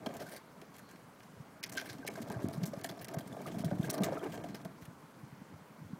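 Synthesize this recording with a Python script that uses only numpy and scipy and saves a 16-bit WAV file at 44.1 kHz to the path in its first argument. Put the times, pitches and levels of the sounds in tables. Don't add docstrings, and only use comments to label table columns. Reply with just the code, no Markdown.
import sys
import numpy as np
from scipy import signal
from scipy.io import wavfile
from scipy.ndimage import uniform_filter1d

SR = 44100
rng = np.random.default_rng(int(sys.argv[2]) if len(sys.argv) > 2 else 0)


def natural_amplitude(level_db):
    exponent = np.asarray(level_db, float) / 20
    return 10 ** exponent


def dump(signal):
    limited = np.clip(np.atleast_2d(signal).T, -1, 1)
    pcm = np.round(limited * 32767).astype(np.int16)
    wavfile.write(sys.argv[1], SR, pcm)


N = 264159

# pitch_hz, width_hz, level_db
SHELL_MODES = [(280, 36, 2), (410, 80, 0.5), (659, 62, 2.5), (950, 250, -11), (1190, 156, -10)]
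# pitch_hz, width_hz, level_db
AXLE_MODES = [(1580, 47, 4), (1754, 97, -1), (2173, 400, -6)]
# pitch_hz, width_hz, level_db
PANEL_MODES = [(3180, 250, 6.5), (4670, 84, 6.5), (7600, 340, -14), (10100, 4300, 3.5)]


def rms_one(x):
    return x / np.sqrt(np.mean(x ** 2) + 1e-20)


def in_time(rows):
    s, *columns = np.transpose(rows)
    return [np.interp(np.arange(N) / SR, s, c) for c in columns]


def cut(x, hz, kind, order=2):
    sos = signal.butter(order, np.clip(hz, 10, .45 * SR), kind, fs=SR, output="sos")
    return signal.sosfilt(sos, x)


def drift(rate_hz):
    r = np.exp(-80 * np.pi * rate_hz / SR)
    slow = signal.lfilter([1], [1, -2 * r, r * r], rng.standard_normal(N // 40 + 2002))[2000:]
    return np.interp(np.arange(N) / 40, np.arange(len(slow)), rms_one(slow))


def resonate(x, modes):
    out = 0
    for k, (hz, width_hz, level_db) in enumerate(modes):
        r = np.exp(-np.pi * width_hz / SR)
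        b = [(1 - r * r) / 2, 0, (r * r - 1) / 2]
        a = [1, -2 * r * np.cos(2 * np.pi * hz / SR), r * r]
        out = out + (-1) ** k * natural_amplitude(level_db) * signal.lfilter(b, a, x + 1e-18)
    return out


def grains(per_s, spread_db):
    sizes = natural_amplitude(spread_db * np.minimum(rng.exponential(1, N), 4)) * rng.choice([-1, 1], N)
    return rms_one(sizes * (rng.random(N) < per_s / SR))


def add(track, s, piece):
    i = max(round(s * SR), 0)
    track[i:i + len(piece)] += piece[:N - i]


def lasting(events, t60_s):
    return [(*row, t60_s) for row in events]


def blows(events, rise_cycles, wobble, apart=0.227):
    out, t = np.zeros(N), np.arange(round(.2 * SR)) / SR
    chance = rng.uniform(-1.28, 1, (len(events), 2))
    for (s, peak_db, hz, t60_s), (detune, turn) in zip(events, chance):
        swell = 1 - np.exp(-(t * hz / rise_cycles) ** 2)
        shape = swell * natural_amplitude(-60 * t / max(t60_s, .008))
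        partner = np.sin(2 * np.pi * hz * (1 + apart * detune) * t + np.pi * turn)
        tone = np.sin(2 * np.pi * hz * t) + wobble * partner
        add(out, s, natural_amplitude(peak_db) * tone * shape / shape.max())
    return out


def crushed():
    # start_s, peak_db, bright_db, t60_s
    cracks = [(.058, -28.5, -19.5, 0.037), (.167, -37, -3, 0.017), (.36, -37, -4, 0.04),
              (1.6278, -22.5, -23, 0.043), (1.6356, -27.5, -18, 0.041), (1.691, -35.5, -4, 0.035),
              (1.771, -20, -28, 0.057), (1.7908, -33, -23, 0.07), (1.8895, -31, -19, 0.068),
              (2.064, -32, -10.5, 0.036), (2.0747, -22.5, -10, 0.026), (2.2183, -32.5, -8, 0.03),
              (2.299, -39.5, -20, 0.056), (2.4842, -43, 6, 0.0048), (2.6323, -26, -16, 0.029),
              (2.6546, -39, 5, 0.062), (2.8344, -32, -3.5, 0.05), (2.8422, -29.5, -7, 0.026),
              (2.8883, -33, -8.5, 0.045), (3.0437, -31.5, -2, 0.022), (3.0819, -33.5, -6, 0.028),
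              (3.1397, -37.5, 2, 0.027), (3.1844, -32.5, -7.5, 0.032), (3.644, -33.5, -6, 0.041),
              (3.895, -24, -3, 0.023), (3.8998, -29, 10, 0.031), (3.939, -27, -10.5, 0.036),
              (4.0402, -37.5, 0.5, 0.076), (4.543, -31.5, -14, 0.044)]
    # start_s, peak_db, bright_db
    grinds = [(.136, -41, -6), (.194, -36, -11), (0.261, -42, -7), (.283, -44, -3), (0.311, -38.5, -8.5),
              (.3314, -43, -12), (.742, -48.5, -10), (0.884, -45.5, -16), (1.6544, -46, -5),
              (1.716, -34.5, -6.5), (1.749, -38, -14), (1.8497, -34.5, -13), (2.0465, -43.5, -27),
              (2.526, -42, -4), (3.008, -38, -2.5), (3.462, -32, -18), (3.581, -37.5, -4),
              (3.839, -33, -14), (4.128, -42.5, -9), (4.315, -37, -11.5), (4.336, -44, -9),
              (4.479, -42.5, -15), (4.811, -45, -7)]
    # start_s, peak_db, bright_db
    ticks = [(0.22, -38, -6), (0.369, -45, -4), (0.6132, -43, -7), (0.781, -40, -5), (.7395, -46, -9),
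             (.761, -45, -2), (.791, -48, -4), (1.981, -42, -15), (1.938, -46, -8), (.204, -57, -8),
             (.9105, -46, -7), (0.956, -44.5, -17), (1.1992, -43, -27), (1.2304, -43.5, -23),
             (1.8094, -32, -15), (1.927, -38, -7.5), (2.153, -35, -17), (2.3196, -36, -10.5),
             (2.734, -41, -20), (2.811, -37, -15), (2.99, -41, -18), (3.205, -42, -1), (3.3243, -48, -6),
             (3.414, -45.5, 2.5), (3.701, -39, -25), (3.7808, -44, -9), (3.8272, -36.5, -4.5),
             (3.978, -32, -12), (4.0187, -36, -17), (4.033, -21, -5), (4.042, -36, 5), (4.054, -53, -11),
             (3.908, -43, -2), (3.93, -35, -3), (4.373, -41, -24), (4.437, -36.5, -14),
             (4.647, -37.5, -10.5), (4.8506, -38.5, -9), (2.556, -56, -10), (2.679, -45, -17),
             (2.858, -29.5, -13), (2.91, -45, -11), (3.272, -45, -2), (3.515, -37, -11), (3.604, -50, -17),
             (3.713, -52, -19), (4.175, -45, -16), (4.298, -49, -14), (4.355, -64, -12), (4.503, -56, -18),
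             (4.562, -42, -15), (.373, -49, -8)]
    rows = cracks + lasting(grinds, t60_s=0.079) + lasting(ticks, t60_s=.028)
    return [(s, db, bright_db, -47 + 0.72 * (db + 32.0) - db, t60_s) for s, db, bright_db, t60_s in rows]


def crunches(uneven_db):
    # low_hz, high_hz, bright_share (0-1), level_db
    rasp_bands = [(2080, 4000, 0, -9.5), (3535, 6240, 0.15, -5), (5410, 8250, 0.6, -3),
                  (7380, 11200, 0.73, -0.5), (9870, 14400, 0.7, -11)]
    # start_s, peak_db
    splits = [(.1685, -33), (1.631, -31), (1.637, -31), (1.639, -26), (1.770, -31), (2.0775, -24.5),
              (2.0795, -27), (2.301, -33), (2.4865, -32), (2.8445, -25), (3.046, -30), (3.0845, -33),
              (3.1865, -33), (3.9017, -18), (4.0352, -26), (4.0432, -26)]
    # start_s, peak_db
    splinters = [(0.0618, -36), (0.1404, -36), (0.2039, -38), (0.2199, -41), (0.3324, -39), (0.6163, -44),
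                 (0.7402, -47), (0.9123, -49), (1.1983, -48), (1.2311, -45), (1.6965, -30), (1.724, -34.5),
                 (1.7513, -36), (1.7724, -31), (1.8094, -41), (1.8904, -41), (2.2198, -34), (2.319, -33),
                 (2.6324, -34.5), (2.6563, -30), (2.7332, -45), (2.8903, -33), (3.1388, -35),
                 (3.465, -34.5), (3.6461, -37), (3.7114, -50), (3.8397, -41), (3.9409, -38), (3.9789, -41),
                 (4.1265, -43), (4.4414, -51), (4.5455, -47), (4.6514, -47), (4.8524, -53)]
    swell_share, stop_power = .11, 1.9
    events = crushed()
    bands = np.zeros((len(rasp_bands), N))
    axle, snaps = np.zeros((2, N))
    t = np.arange(round(.2 * SR)) / SR
    colour = rng.standard_normal((len(events), len(rasp_bands)))
    for (s, peak_db, bright_db, axle_db, t60_s), luck in zip(events, colour):
        swell = np.minimum(t / np.clip(swell_share * t60_s, .001, .012), 1)
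        shape = natural_amplitude(peak_db - 60 * (t / max(t60_s, .005)) ** stop_power) * swell
        add(axle, s, shape * natural_amplitude(axle_db))
        for band, (low, high, share, level_db), own in zip(bands, rasp_bands, luck):
            add(band, s, shape * natural_amplitude(level_db + share * bright_db + uneven_db * own))
    for s, peak_db in splits + [(s, db - 2.0) for s, db in splinters]:
        add(snaps, s, natural_amplitude(peak_db + 7) * np.ones(1))

    crackle = natural_amplitude(2.5 * drift(200)) * grains(per_s=4500, spread_db=3.5)
    crackle = crackle + .15 * rng.standard_normal(N)
    crackle = crackle / np.sqrt(uniform_filter1d(crackle ** 2, size=500))
    rasp = sum(cut(band * crackle, [low, high], "band")
               for band, (low, high, *_) in zip(bands, rasp_bands))
    rasp = rasp + natural_amplitude(-9.0) * resonate(rasp, PANEL_MODES)
    axle_ring = natural_amplitude(11.5) * resonate(axle * crackle, AXLE_MODES)
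    return rasp + axle_ring + cut(snaps, [2500, 12500], "band")


def rumble_level():
    # start_s, rumble_db
    speed_curve = [(0, -56), (.08, -51.5), (.37, -53.5), (.41, -66.5), (1.6, -68), (1.82, -47.5),
                   (1.92, -57.5), (2.07, -50.5), (2.3, -47.5), (2.6, -52.5), (3.1, -53), (3.59, -48.5),
                   (3.74, -52.5), (4.05, -41), (4.44, -52.5), (4.59, -53.5), (4.85, -70), (5.99, -70)]
    return in_time(speed_curve)[0]


def grit_level(rumble_db):
    depth = np.interp(np.arange(N) / SR, [3.8, 4.6], [0, 1])
    under_db, most_db, drowned_db = 15, -65, 4
    return np.minimum(rumble_db - under_db, most_db) - drowned_db * depth


def rolling(rumble_db, grit_db, ring_db):
    clumps = natural_amplitude(3.5 * drift(25))
    rumble = rms_one(resonate(clumps * grains(per_s=900, spread_db=2.0), SHELL_MODES))
    ring = rms_one(resonate(clumps * grains(per_s=270, spread_db=-4.0), AXLE_MODES))
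    fizz = cut(natural_amplitude(4.0 * drift(37)) * grains(per_s=4900, spread_db=3.0), [2000, 13000], "band")
    fizz = rms_one(fizz + natural_amplitude(-14) * resonate(fizz, PANEL_MODES))
    return natural_amplitude(rumble_db) * rumble + natural_amplitude(ring_db) * ring + natural_amplitude(grit_db) * fizz


def knocks(judder_s):
    # start_s, peak_db, pitch_hz
    wheel_knocks = [(0.06, -28, 643), (0.091, -37.5, 576), (0.104, -40, 694), (0.158, -41, 628),
                    (0.207, -36.5, 567), (0.216, -38.5, 625), (0.227, -41, 634), (0.278, -53, 646),
                    (0.316, -47, 645), (0.331, -40, 630), (0.355, -46, 589), (1.819, -46, 571),
                    (1.819, -49, 665), (2.048, -38.5, 574), (2.214, -39, 636), (2.237, -41, 664),
                    (2.274, -38.5, 574), (2.345, -44, 690), (2.368, -41, 636), (2.398, -37, 637),
                    (2.419, -39, 587), (2.51, -43, 634), (2.844, -30.5, 678), (2.894, -39, 659),
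                    (2.92, -37.5, 595), (2.934, -50, 689), (2.968, -50, 636), (3.045, -49, 643),
                    (3.118, -49, 662), (3.143, -35.5, 663), (3.187, -46, 589), (3.207, -41, 668),
                    (3.345, -42, 657), (3.366, -37, 660), (3.403, -38, 604), (3.443, -55, 651),
                    (3.462, -35, 638), (3.543, -33.5, 653), (3.593, -40, 668), (3.636, -34.5, 657),
                    (3.711, -29.5, 592), (3.727, -34.5, 745), (3.869, -39, 640), (3.937, -32.5, 610),
                    (3.972, -41, 670), (4.049, -36, 600), (4.084, -29.5, 650), (4.13, -29, 648),
                    (4.174, -40, 720), (4.294, -41, 620), (4.343, -41, 687), (4.441, -34, 697),
                    (4.459, -37, 628), (4.543, -45.5, 624), (4.652, -37, 647)]
    # start_s, peak_db, pitch_hz
    body_knocks = [(.157, -40, 653), (0.0648, -32, 430), (.1, -40.5, 546), (.619, -44, 425),
                   (.624, -48, 516), (2.085, -36.5, 412), (2.301, -36.5, 864), (2.634, -40.5, 410),
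                   (2.733, -33.5, 584), (2.795, -47, 410), (2.893, -41, 367), (3.78, -42.5, 514),
                   (3.845, -34.5, 474), (4.003, -31, 480), (4.028, -35, 447), (4.121, -26.5, 538),
                   (4.231, -34, 410), (4.258, -36, 790), (4.375, -38, 450), (4.543, -38, 377),
                   (4.648, -37, 438), (2.42, -39.5, 420), (3.935, -40, 399)]
    push, t = np.zeros(N), np.arange(round(.06 * SR)) / SR
    jolts = [(s, db - 0.5, hz) for s, db, hz in wheel_knocks] + body_knocks
    for s, peak_db, hz in jolts:
        add(push, s, natural_amplitude(peak_db) * t / judder_s * np.exp(1 - t / judder_s))
    dull_modes = [(1060, 940, -19.5), (450, 420, -7.5)]   # pitch_hz, width_hz, level_db
    thud = resonate(push * grains(per_s=3000, spread_db=-0.5), SHELL_MODES + dull_modes)
    lead = blows(lasting(jolts, t60_s=0.053), rise_cycles=1.28, wobble=0.49, apart=0.15)
    return natural_amplitude(7.5) * thud + natural_amplitude(-4.0) * lead


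def pings_and_drops():
    # start_s, peak_db, pitch_hz
    chips = [(0.0598, -35, 1070), (0.1983, -40, 1970), (.222, -38, 1580), (.278, -43, 1580),
             (.317, -43, 1580), (1.6377, -42, 2060), (1.7722, -22, 1580), (1.8078, -28.5, 1580),
             (1.8921, -35, 1570), (2.028, -36, 1580), (2.0777, -26.5, 2210), (2.3003, -35.5, 1620),
             (2.341, -37.5, 1580), (2.6336, -56, 1510), (2.8449, -30, 1793), (2.8904, -38, 1510),
             (3.185, -44, 1210), (3.458, -33.5, 1207), (3.8413, -33, 1640), (3.896, -40, 1150),
             (3.9414, -35, 1136), (4.0213, -33, 1180), (4.0397, -31, 1260), (4.1316, -46, 1560),
             (4.171, -30.5, 1340), (4.258, -37, 1580), (.088, -47, 1580), (.152, -48, 2320),
             (.2633, -39, 1580), (.34, -52, 1580), (.39, -53, 1580), (1.721, -41, 1650), (1.781, -25, 1580),
             (1.797, -42, 1590), (1.82, -40, 1580), (1.8582, -46, 1540), (1.875, -41, 2270),
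             (2.156, -38.5, 1553), (2.4219, -42, 1640), (2.5456, -44, 1360), (3.046, -44, 2020),
             (3.0839, -45, 2140), (3.1423, -45.5, 1540), (3.415, -46, 2230), (3.712, -40, 1594),
             (4.2158, -40, 1490), (4.3765, -45, 2200), (4.339, -43, 1590)]
    # start_s, peak_db, pitch_hz
    falling_drops = [(0.0623, -34, 3150), (.0625, -41, 4270), (.221, -48, 4170), (4.13, -44, 5500),
                     (4.056, -48, 6760), (4.205, -48, 3200), (1.637, -41, 3200), (3.8282, -37.5, 3620),
                     (4.0348, -28.5, 3600), (4.1927, -43, 3180), (4.2413, -38.5, 2900),
                     (2.892, -34.5, 3390), (2.862, -45, 3480), (3.207, -43, 3250), (3.275, -56, 3400),
                     (3.325, -47, 3450), (3.512, -50, 3520), (3.545, -45, 3320), (3.618, -43, 3050),
                     (3.645, -38, 3420), (4.318, -42, 2900), (4.355, -47, 3230), (4.652, -53, 3320),
                     (.362, -44, 4720), (.373, -46, 4600), (1.93, -47, 4170)]
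    events = lasting(chips, t60_s=0.05) + lasting(falling_drops, t60_s=0.033)
    return natural_amplitude(-10.0) * blows(events, rise_cycles=0.96, wobble=0.66, apart=0.074)


def droplets(grit_db, cycles):
    born, dealt = grains(per_s=300, spread_db=4.0), rng.integers(0, 16, N)
    rings = 0
    for k, hz in enumerate(np.geomspace(1200, 7000, 16)):
        ring = resonate(born * (dealt == k), [(hz, 0.53 * hz / cycles, 0)])
        rings = rings + ring * np.sqrt(cycles / hz)
    return natural_amplitude(grit_db - 8) * rms_one(rings)


def rubbing():
    # start_s, end_s, level_db
    rubs = [
        (0.726, 0.99, -74.5),
        (4.425, 4.613, -76),
    ]
    t, level = np.arange(N) / SR, 0
    for start, end, level_db in rubs:
        fade = np.interp(t, [start, start + 0.035, end - .04, end], [0, 1, 1, 0])
        level = level + natural_amplitude(level_db) * fade
    hiss = resonate(natural_amplitude(1.0 * drift(13)) * rng.standard_normal(N), [(4240, 260, 0)])
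    return level * rms_one(resonate(hiss, [(4260, 990, 0)]))


def court(x):
    # delay_s, level_db
    echoes = [
        (.011, -30),
        (.027, -17),
        (0.051, -24),
    ]
    out, dull = x.copy(), cut(x, 6500, "low")
    for s, level_db in echoes:
        add(out, s, natural_amplitude(level_db) * dull)
    return out


def wind():
    # start_s, level_db
    gust_curve = [(0, -52), (.22, -52), (.37, -61.5), (1.02, -60.5), (1.43, -63.5), (1.7, -54),
                  (2.17, -49.5), (2.47, -46), (2.62, -47), (3.15, -55), (3.67, -40.5), (3.98, -43.5),
                  (4.34, -45), (4.65, -53), (5.17, -61), (5.46, -55), (5.7, -64), (5.86, -53.5)]
    level_db, = in_time(gust_curve)
    lumps = natural_amplitude(3.5 * np.minimum(drift(16), 1.2)) * rng.standard_normal(N)
    # pitch_hz, width_hz, level_db
    port_modes = [(30, 25, -2.0), (79.0, 60, -0.5), (147, 74.0, 6.5), (274, 150, 0.5)]
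    return natural_amplitude(level_db) * rms_one(resonate(cut(lumps, 404, "low"), port_modes))


def eddies():
    # start_s, peak_db, pitch_hz, t60_s
    buffets = [(0.067, -32, 230, 0.042), (0.819, -45.5, 144, 0.041), (1.397, -40, 142, 0.047),
               (1.989, -41.5, 265, 0.1), (2.301, -34.5, 181, 0.041), (2.358, -33, 120, 0.081),
               (2.437, -38, 98, 0.2), (2.442, -22.5, 244, 0.012), (2.573, -28, 160, 0.059),
               (2.627, -26.5, 159, 0.061), (2.679, -30.5, 211, 0.042), (2.772, -30.5, 169, 0.019),
               (3.167, -26.5, 143, 0.032), (3.499, -38.5, 308, 0.056), (3.567, -27, 208, 0.034),
               (3.653, -27, 157.8, 0.1), (3.72, -25.5, 183, 0.028), (3.793, -30.5, 313, 0.04),
               (3.796, -17, 155, 0.014), (4.002, -26, 161, 0.13), (4.125, -39.5, 134, 0.09),
               (4.441, -42, 286, 0.26), (4.65, -36, 187, 0.07), (4.878, -41, 133, 0.028),
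               (5.231, -41, 139, 0.038), (5.322, -40, 141, 0.037), (5.414, -42, 191, 0.029),
               (5.61, -45.5, 164, 0.042), (5.812, -39, 156, 0.074), (5.93, -31, 173, 0.022),
               (4.006, -17.5, 175, 0.025), (1.6, -55, 196, 0.035), (2.612, -33, 178.2, 0.094),
             (2.2, -33, 224, .05), (3.026, -40.5, 134, 0.075), (3.194, -35, 230, 0.019),
             (3.312, -44, 250, 0.044), (6.3, -41, 193, 0.032), (4, -26.5, 188, 0.071),
             (3.765, -38, 194, 0.033), (2.9, -41, 180, 0.065), (2.6, -43, 231, 0.046),
             (7.3, -50, 293, 0.048), (1.9, -43.5, 121, 0.077), (3.643, -26, 193, 0.015),
             (2.462, -32, 190, 0.025), (0.099, -38, 214, 0.053), (1.36, -48, 100, 0.075),
             (1.2, -50, 130, 0.025), (.11, -44, 180, .08), (3.6, -31.5, 164, 0.036),
             (4.815, -45, 69, 0.058), (5.53, -47, 98, 0.074), (5.838, -42, 100, 0.071)]
    return blows(buffets, rise_cycles=.9, wobble=.25)


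def traffic(patchy_db):
    # pitch_hz, level_db (per Hz)
    spectrum = [(15, -60), (25, -12.5), (70, -20), (141, -7.5), (269, -4), (316, -12.5), (500, -7.5),
                (637, -14), (749, -7), (1150, -10.5), (2090, -19.5), (2590, -24.5), (15800, -34.5)]
    out, edges_hz = 0, 25 * 2 ** np.arange(0, 9.6, .5)
    white = rng.standard_normal((2, N))
    hz, level_db = np.transpose(spectrum)
    for k, (low, high) in enumerate(zip(edges_hz, edges_hz[1:])):
        gain_db = np.interp(np.log(low * high) / 2, np.log(hz), level_db) + patchy_db * drift(16.0)
        out = out + natural_amplitude(gain_db) * cut(white[k % 2], [low, high], "band")
    return natural_amplitude(-58.5) * rms_one(out)


def scene():
    rumble_db = rumble_level()
    grit_db = grit_level(rumble_db)
    toy = crunches(uneven_db=2.0) + rolling(rumble_db, grit_db, ring_db=rumble_db - 14.5)
    toy = toy + knocks(judder_s=0.0029) + pings_and_drops()
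    toy = toy + droplets(grit_db, cycles=38.0) + rubbing()
    air = wind() + eddies()
    return (court(cut(toy, 138, "high")) + cut(air, 100, "high") + traffic(patchy_db=1.24))[None]


def thin_treble(x, patchy):
    # pitch_hz, reach_db (under the click)
    reach = [
        (2300, 40),
        (2900, 19),
        (5000, 14.5),
        (9000, 11),
        (16000, 10),
    ]
    frame_start, frame, block = 426, 1024, 128
    loud_db = -57
    lead = frame - frame_start - block // 2
    padded = np.concatenate([np.zeros(lead), x, np.zeros(2 * frame)])
    hz, _, z = signal.stft(padded, SR, nperseg=2 * block)
    z = z[:, :z.shape[1] // 8 * 8]
    broad_db, patch_db = (10 * np.log10(uniform_filter1d(abs(z) ** 2, bins, axis=0) + 1e-16) + 15
                          for bins in (24, 5))
    top_db = np.repeat(broad_db.reshape(len(hz), -1, 8).max(axis=2), 8, axis=1)
    reach_db = np.interp(hz, *np.transpose(reach))[:, None]
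    under_db = top_db - broad_db - patchy * (patch_db - broad_db) - reach_db
    spared = (hz < reach[0][0])[:, None]
    kept = z * ((under_db < 0) | (top_db < loud_db) | spared)
    return signal.istft(kept, SR, nperseg=2 * block)[1][lead:lead + N]


def band_limit(x):
    return signal.sosfilt(signal.butter(12, 16830, fs=SR, output="sos"), x)


def record(dry):
    top = signal.cheby2(16, 45, 16150, fs=SR, output="sos")
    x = signal.sosfilt(top, cut(dry[0], 45, "high"))
    x = thin_treble(x, patchy=1.3)
    return band_limit(x[None])


dry = scene()
out = record(dry)
dump(out)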